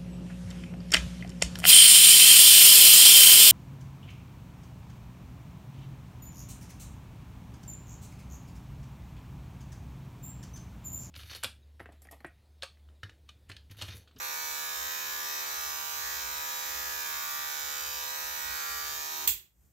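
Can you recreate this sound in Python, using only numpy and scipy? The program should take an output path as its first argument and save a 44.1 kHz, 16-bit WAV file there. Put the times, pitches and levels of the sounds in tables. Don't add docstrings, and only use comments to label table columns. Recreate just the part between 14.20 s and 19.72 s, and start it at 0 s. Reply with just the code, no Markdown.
import sys
import numpy as np
from scipy import signal
from scipy.fft import rfft, irfft, next_fast_len
from scipy.io import wavfile
from scipy.ndimage import uniform_filter1d, map_coordinates

SR = 44100
rng = np.random.default_rng(int(sys.argv[2]) if len(sys.argv) > 2 else 0)


def to_wav(sig):
    pcm = np.clip(np.atleast_2d(sig), -1, 1) * 32767
    pcm = np.round(pcm).astype(np.int16)
    wavfile.write(sys.argv[1], SR, pcm.T)


def to_linear_factor(level_db):
    exponent = np.asarray(level_db, float) / 20
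    return 10 ** exponent


N = 243431
STOP_S = 5.072


def unit(x):
    return x / np.sqrt(np.mean(x ** 2) + 1e-20)


def along(points, hz):
    f, v = np.transpose(points)
    return np.interp(np.log(hz + 1), np.log(f + 1), v)


def curves(rows):
    s, *cols = np.transpose(rows)
    return [np.interp(np.arange(N) / SR, s, c) for c in cols]


def drift(count, size, knots):
    z = rng.standard_normal((count, 600))
    at = np.linspace(1, np.clip(knots, 2, 590), size)
    return np.array([map_coordinates(row, [at]) for row in z])


def bumps(rows):
    t = np.arange(N) / SR
    power = sum(to_linear_factor(2 * db) * np.exp(-((t - s) / half) ** 2) for s, db, half in rows)
    return np.sqrt(power)


# (f/Hz, left minus right level/dB)
LEFT_MINUS_RIGHT = [(60, 2.0), (110, 1.0), (200, 0.0), (380, 1.0), (700, -1.0), (1290, 0.0), (2380, -0.5),
                    (4400, -2.5), (8120, -2.0), (15000, -9.5)]


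def coloured(x, spectrum, lean=0):
    m = next_fast_len(N + 8192)
    hz = np.fft.rfftfreq(m, 1 / SR)
    side_db = lean * along(LEFT_MINUS_RIGHT, hz) * np.array([[.5], [-.5]])
    gain = to_linear_factor(along(spectrum, hz) + side_db)
    return irfft(rfft(x, m) * gain, m)[:, :N]


def pulses(samples, sizes):
    taps = np.arange(-8, 9)
    whole = np.round(samples).astype(int)[:, None]
    off = taps - (samples[:, None] - whole)
    kernel = sizes[:, None] * np.sinc(off) * np.cos(np.pi * off / 18) ** 2
    places = np.clip(whole + taps, 0, N - 1)
    return np.bincount(places.ravel(), kernel.ravel(), N)


# (f/Hz, t60/s)
ROOM_FADE = [(300, 0.31), (2000, 0.31), (10000, 0.24)]


def tail():
    hz, t, z = signal.stft(rng.standard_normal((2, SR // 2)), SR, nperseg=256)
    fade = to_linear_factor(-60 * t / along(ROOM_FADE, hz)[:, None])
    h = signal.istft(z * fade, SR, nperseg=256)[1]
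    return np.pad(h / np.linalg.norm(h[0]), ((0, 0), (90, 0)))


def room(x, hop=SR // 3):
    out = np.zeros((2, N + 2 * SR))
    x = np.pad(x, (hop, 2 * hop))
    fade = np.sin(np.pi * np.arange(2 * hop) / (2 * hop))
    for s in range(0, N + hop, hop):
        wet = signal.fftconvolve((x[s:s + 2 * hop] * fade)[None], tail(), axes=1)
        out[:, s:s + wet.shape[1]] += wet
    return out[:, hop:hop + N]


# (f/Hz, level/dB per Hz)
RUMBLE_TONE = [(15, -36), (25, -24.5), (41, -30), (54, 10), (70, 10.5), (108, -16.5), (130, -5.5),
               (170, -16.5), (290, -120)]
# (f/Hz, level/dB per Hz)
HISS_TONE = [(59, -36.5), (100, -5), (109, -7), (140, -6), (413, -21.5), (2500, -31.5), (4160, -36),
             (7530, -25), (10600, -34), (13600, -21), (15800, -35)]
# (peak t/s, peak level/dB, half length t/s)
STREET_SWELLS = [(.03, -73, .1), (.3, -68, .08), (.63, -59.5, 0.043), (.93, -67, .09), (1.45, -62.5, 0.11),
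                 (1.92, -60, 0.16), (2.07, -59, .05), (2.19, -60.5, .04), (2.61, -57.5, 0.094),
                 (2.77, -64, 0.054), (2.96, -65, 0.069), (3.24, -67, .06), (3.44, -62, 0.042),
                 (3.72, -60.5, 0.12), (3.87, -68, .035), (4.09, -61, .06), (4.3, -56, 0.053),
                 (4.55, -56, .04), (4.7, -60, 0.1), (5.11, -53, 0.053), (5.42, -65.5, 0.048)]
LULL_DB = -75.5
HISS_DB, SETTLE_S, SETTLE_DB = -68.5, 5.31, -6.5
STIR_S, STIR_DB, STIR_HALF_S = 5.45, -69.5, .055


def background():
    shared, own = rng.standard_normal(N), rng.standard_normal((2, N))
    rumble = unit(coloured(shared + .35 * own, RUMBLE_TONE, lean=1))
    loudness = np.sqrt(np.abs(uniform_filter1d(rumble[0] ** 2, size=3000))) + 0.24
    street = np.hypot(to_linear_factor(LULL_DB), bumps(STREET_SWELLS)) * unit(rumble / loudness)
    hiss = unit(coloured(rng.standard_normal((2, N)) + shared[::-1], HISS_TONE))
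    settled = np.clip((np.arange(N) / SR - STOP_S) / (SETTLE_S - STOP_S), 0, 1) ** 2
    stir = bumps([(STIR_S, STIR_DB, STIR_HALF_S)])
    rustle = np.hypot(to_linear_factor(HISS_DB + SETTLE_DB * settled), stir)
    return street + rustle * hiss


# (t/s, level/dB)
SLIDER_BLOWS = [
    (5.0748, -9.5),
    (5.0767, -10),
    (5.0779, -10.5),
    (5.0788, -12),
    (5.0795, -18.5),
]
# (f/Hz, level/dB per Hz)
CLACK_TONE = [(300, -35.5), (600, -33.5), (1150, -22.5), (2000, -21), (2700, -16), (3600, -9.5),
              (4600, -16), (6200, -15.5), (7700, -6), (9300, -24), (11500, -5), (14300, -4), (15700, -10)]


def switch():
    blows, t = np.zeros((2, N)), np.arange(300) / SR
    for s, db in SLIDER_BLOWS:
        crack = to_linear_factor(db - 60 * t / 0.008) * rng.standard_normal((2, len(t)))
        blows[:, round(s * SR):][:, :len(t)] += crack
    wet = signal.fftconvolve(blows, tail(), axes=1)[:, :N]
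    crossed = signal.fftconvolve(blows[::-1], tail(), axes=1)[:, :N]
    return to_linear_factor(5.0) * coloured(blows + wet + crossed, CLACK_TONE, lean=1)


# (f/Hz, level/dB, t60/s)
CASE_RINGS = [
    (774, -47.5, 0.024),
    (1156, -39, .035),
    (3670, -34, 0.045),
]


def knock():
    t = np.arange(N) / SR - SLIDER_BLOWS[0][0]
    ring = sum(to_linear_factor(db - 60 * np.abs(t) / t60) * np.sin(2 * np.pi * hz * t) for hz, db, t60 in CASE_RINGS)
    ring = ring * (t > 0)
    return np.array([ring, np.roll(ring, -9)])


# (f/Hz, level/dB per Hz)
RASP_TONE = [(150, -40.5), (300, -1), (700, -4), (1300, 5), (2000, 8), (2800, -13), (4500, -49)]


def rasp(turns):
    flare = 1 + np.cos(4 * np.pi * turns)
    since = np.clip(np.arange(N) / SR - STOP_S, 0, None)
    noise = unit(coloured(flare * rng.standard_normal((2, N)), RASP_TONE))
    return to_linear_factor(-58.5 - 60 * since / .19) * noise


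# (multiple of the shaft speed, left level/dB, right level/dB, left lead/rad)
SHAFT_ORDERS = [(3, -76, -77, 0.1), (4, -75, -73, 0.4), (5, -62, -65, 2.2), (6, -65, -67, -0.2),
                (7, -67, -60, -0.5), (8, -64, -70, -1.8), (9, -62, -65, -0.5), (10, -65, -64, -1.2),
                (11, -56, -60, -0.8), (12, -61, -56, -2.5), (13, -54, -52, 1.4), (14, -54, -54, 2.9),
                (15, -59, -55, -2.5), (16, -51, -53, -0.6), (17, -50, -53, -1.9), (18, -56, -58, -2.6),
                (19, -55, -53, -2.8), (20, -53, -51, -2.9), (21, -56, -52, 0.7), (22, -60, -60, 2.3),
                (23, -48, -51, 2.2), (24, -52, -53, 0.8), (25, -58, -58, 1.7), (26, -53, -55, -1.3),
                (29, -62, -58, -1.6), (30, -65, -65, 0.5), (31, -61, -60, -0.1), (32, -59, -59, -0.0),
                (33, -56, -54, 0.6), (34, -60, -56, 0.0)]
HUM_FADE = [0.32, 0.18, 0.15, 0.28, 0.18]


def hum(turns, bands_db):
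    step = 64
    out = np.zeros((len(bands_db), 2, N))
    t = np.arange(N)
    for k, left_db, right_db, lead in SHAFT_ORDERS:
        loose = np.clip(.032 * k, .35, .68)
        re, im = drift(count=4, size=N // step + 2, knots=10 + 1.096 * k).reshape(2, 2, -1)
        gain = np.sqrt(1 - loose ** 2) + loose * (re + 1j * im) / np.sqrt(2)
        phase = 2 * np.pi * rng.random() + lead * np.array([[1], [0]])
        gain = gain * to_linear_factor([[left_db], [right_db]]) * np.exp(1j * phase)
        spin = np.exp(2j * np.pi * k * turns)
        band = 1 if k == 7 else [0, 4, 2, 3][np.searchsorted([5.5, 14.5, 21.5], k)]
        out[band] += [(np.interp(t / step, np.arange(len(g)), g) * spin).real for g in gain]
    since = np.clip(t / SR - STOP_S, 0, None)
    layers = zip(out, bands_db, HUM_FADE)
    return sum(to_linear_factor(db + 3.0 - 60 * since / t60) * unit(layer) for layer, db, t60 in layers)


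# (angle/turns, level/dB)
TOOTH_STRIKES = [(.08, 3.5), (.12, 0.5), (.2, -6), (0.273, -6), (0.341, 1), (0.432, -16.5), (.53, 0.5),
                 (.62, -1.5), (0.681, -9.5), (0.761, -3.5), (0.859, -7), (0.951, -13.5)]
# (f/Hz, level/dB per Hz)
CHATTER_TONE = [(300, -54), (1000, -17), (2050, -17.5), (2500, -9.5), (3000, -11.5), (3400, -14),
                (3800, -7), (4600, -9.5), (6200, -8), (7600, -10.5), (8900, -18), (11000, -16.5),
                (13900, -5.5), (15500, -13.5)]


def chatter(turns, level_db):
    angle, db = np.transpose(TOOTH_STRIKES)
    teeth = len(angle)
    rounds = np.arange(int(turns[round(STOP_S * SR)]))
    creep = .002 * drift(count=teeth, size=len(rounds), knots=20).T
    slack = .0007 * rng.standard_normal(creep.shape)
    slow_db = 2.8 * drift(count=teeth, size=len(rounds), knots=26).T
    size = to_linear_factor(db + slow_db + 1.6 * rng.standard_normal(creep.shape))
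    size = size / np.linalg.norm(size, axis=1, keepdims=True)
    at = np.interp(rounds[:, None] + angle + creep + slack, turns, np.arange(N))
    running = np.arange(N) < STOP_S * SR
    scrape = to_linear_factor(-11.5) * rng.standard_normal(N) * running
    strikes = unit(pulses(at.ravel(), size.ravel()))
    source = (strikes + scrape) * to_linear_factor(level_db)
    blade = rng.standard_normal((2, 200)) * to_linear_factor(-60 * np.arange(200) / SR / .002)
    direct = signal.fftconvolve(source[None], blade / np.linalg.norm(blade[0]), axes=1)[:, :N]
    heard = coloured(to_linear_factor(-2.5) * direct + room(source, hop=SR // 3), CHATTER_TONE, lean=1)
    return unit(heard) * to_linear_factor(np.mean(level_db) + 3.5)


# (t/s, f/Hz in turns per second)
SHAFT_SPEED = [(0.05, 74.0), (0.2, 73.4), (1.16, 74.4), (1.38, 73.3), (1.99, 73.9), (2.18, 74.4),
               (2.34, 73.9), (2.73, 73.9), (2.9, 73.1), (3.41, 73.7), (3.73, 73.6), (3.89, 74.0),
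               (4.55, 72.9), (4.79, 73.5), (5.04, 73.7)]
# (t/s, pressure on the skin 0-1, case turned to the listener 0-1)
HAND_MOVES = [(0, 0.35, .96), (.22, 0.55, 0.58), (.51, .38, .54), (.66, 0.27, 0.94), (.99, 0.33, 0.84),
              (1.3, 0.36, 0.74), (1.44, 0.58, 0.26), (1.7, 0.37, .08), (1.85, 0.3, 0.8), (2.11, 0.27, 0.87),
              (2.78, 0.37, 0.67), (2.94, 0.75, .96), (3.05, 0.68, 0.77), (3.48, 0.3, 0.59),
              (3.99, 0.33, 0.7), (4.33, 0.45, 0.91), (4.68, 0.48, 0.7), (5.06, 0.13, 0.4)]
LOW_HUM_DB = -52
CASE_DB, CASE_PRESS_DB = -53.5, 15.5
UPPER_DB, UPPER_FACE_DB = -58, 13.5
LOW_MODE_DB, LOW_FACE_DB, LOW_LIFT_DB = -68, 3, 12
HIGH_MODE_DB, HIGH_FACE_DB, HIGH_PRESS_DB, HIGH_LIFT_DB = -59, 4.5, -26.5, -21
LIFT_S, LIFT_TAKES_S = 4.78, 0.36
BLADE_DB, BLADE_PRESS_DB = -39.5, 0.05


def clipper():
    speed_hz = uniform_filter1d(curves(SHAFT_SPEED)[0], size=4000)
    turns = np.cumsum(speed_hz) / SR
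    press, face = curves(HAND_MOVES)
    lift = np.clip((np.arange(N) / SR - LIFT_S) / LIFT_TAKES_S, 0, 1)
    low_mode_db = LOW_MODE_DB + LOW_FACE_DB * face + LOW_LIFT_DB * lift
    high_mode_db = HIGH_MODE_DB + HIGH_FACE_DB * (face - 1) + HIGH_PRESS_DB * press ** 2 + HIGH_LIFT_DB * lift
    case_db = CASE_DB + CASE_PRESS_DB * press
    upper_db = UPPER_DB + UPPER_FACE_DB * face
    motor = hum(turns, [low_mode_db, high_mode_db, case_db, upper_db, LOW_HUM_DB])
    return motor + rasp(turns) + chatter(turns, BLADE_DB + BLADE_PRESS_DB * press)


def scene():
    return clipper() + switch() + knock() + background()


def top_cut(x):
    return signal.sosfilt(signal.butter(12, 16480, fs=SR, output="sos"), x)


def record(dry):
    top_hz = 15820
    limit = [(20, 0), (top_hz - 60, 0), (top_hz + 60, -40)]  # (f/Hz, level/dB)
    return top_cut(coloured(dry, limit))


dry = scene()
out = record(dry)
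to_wav(out)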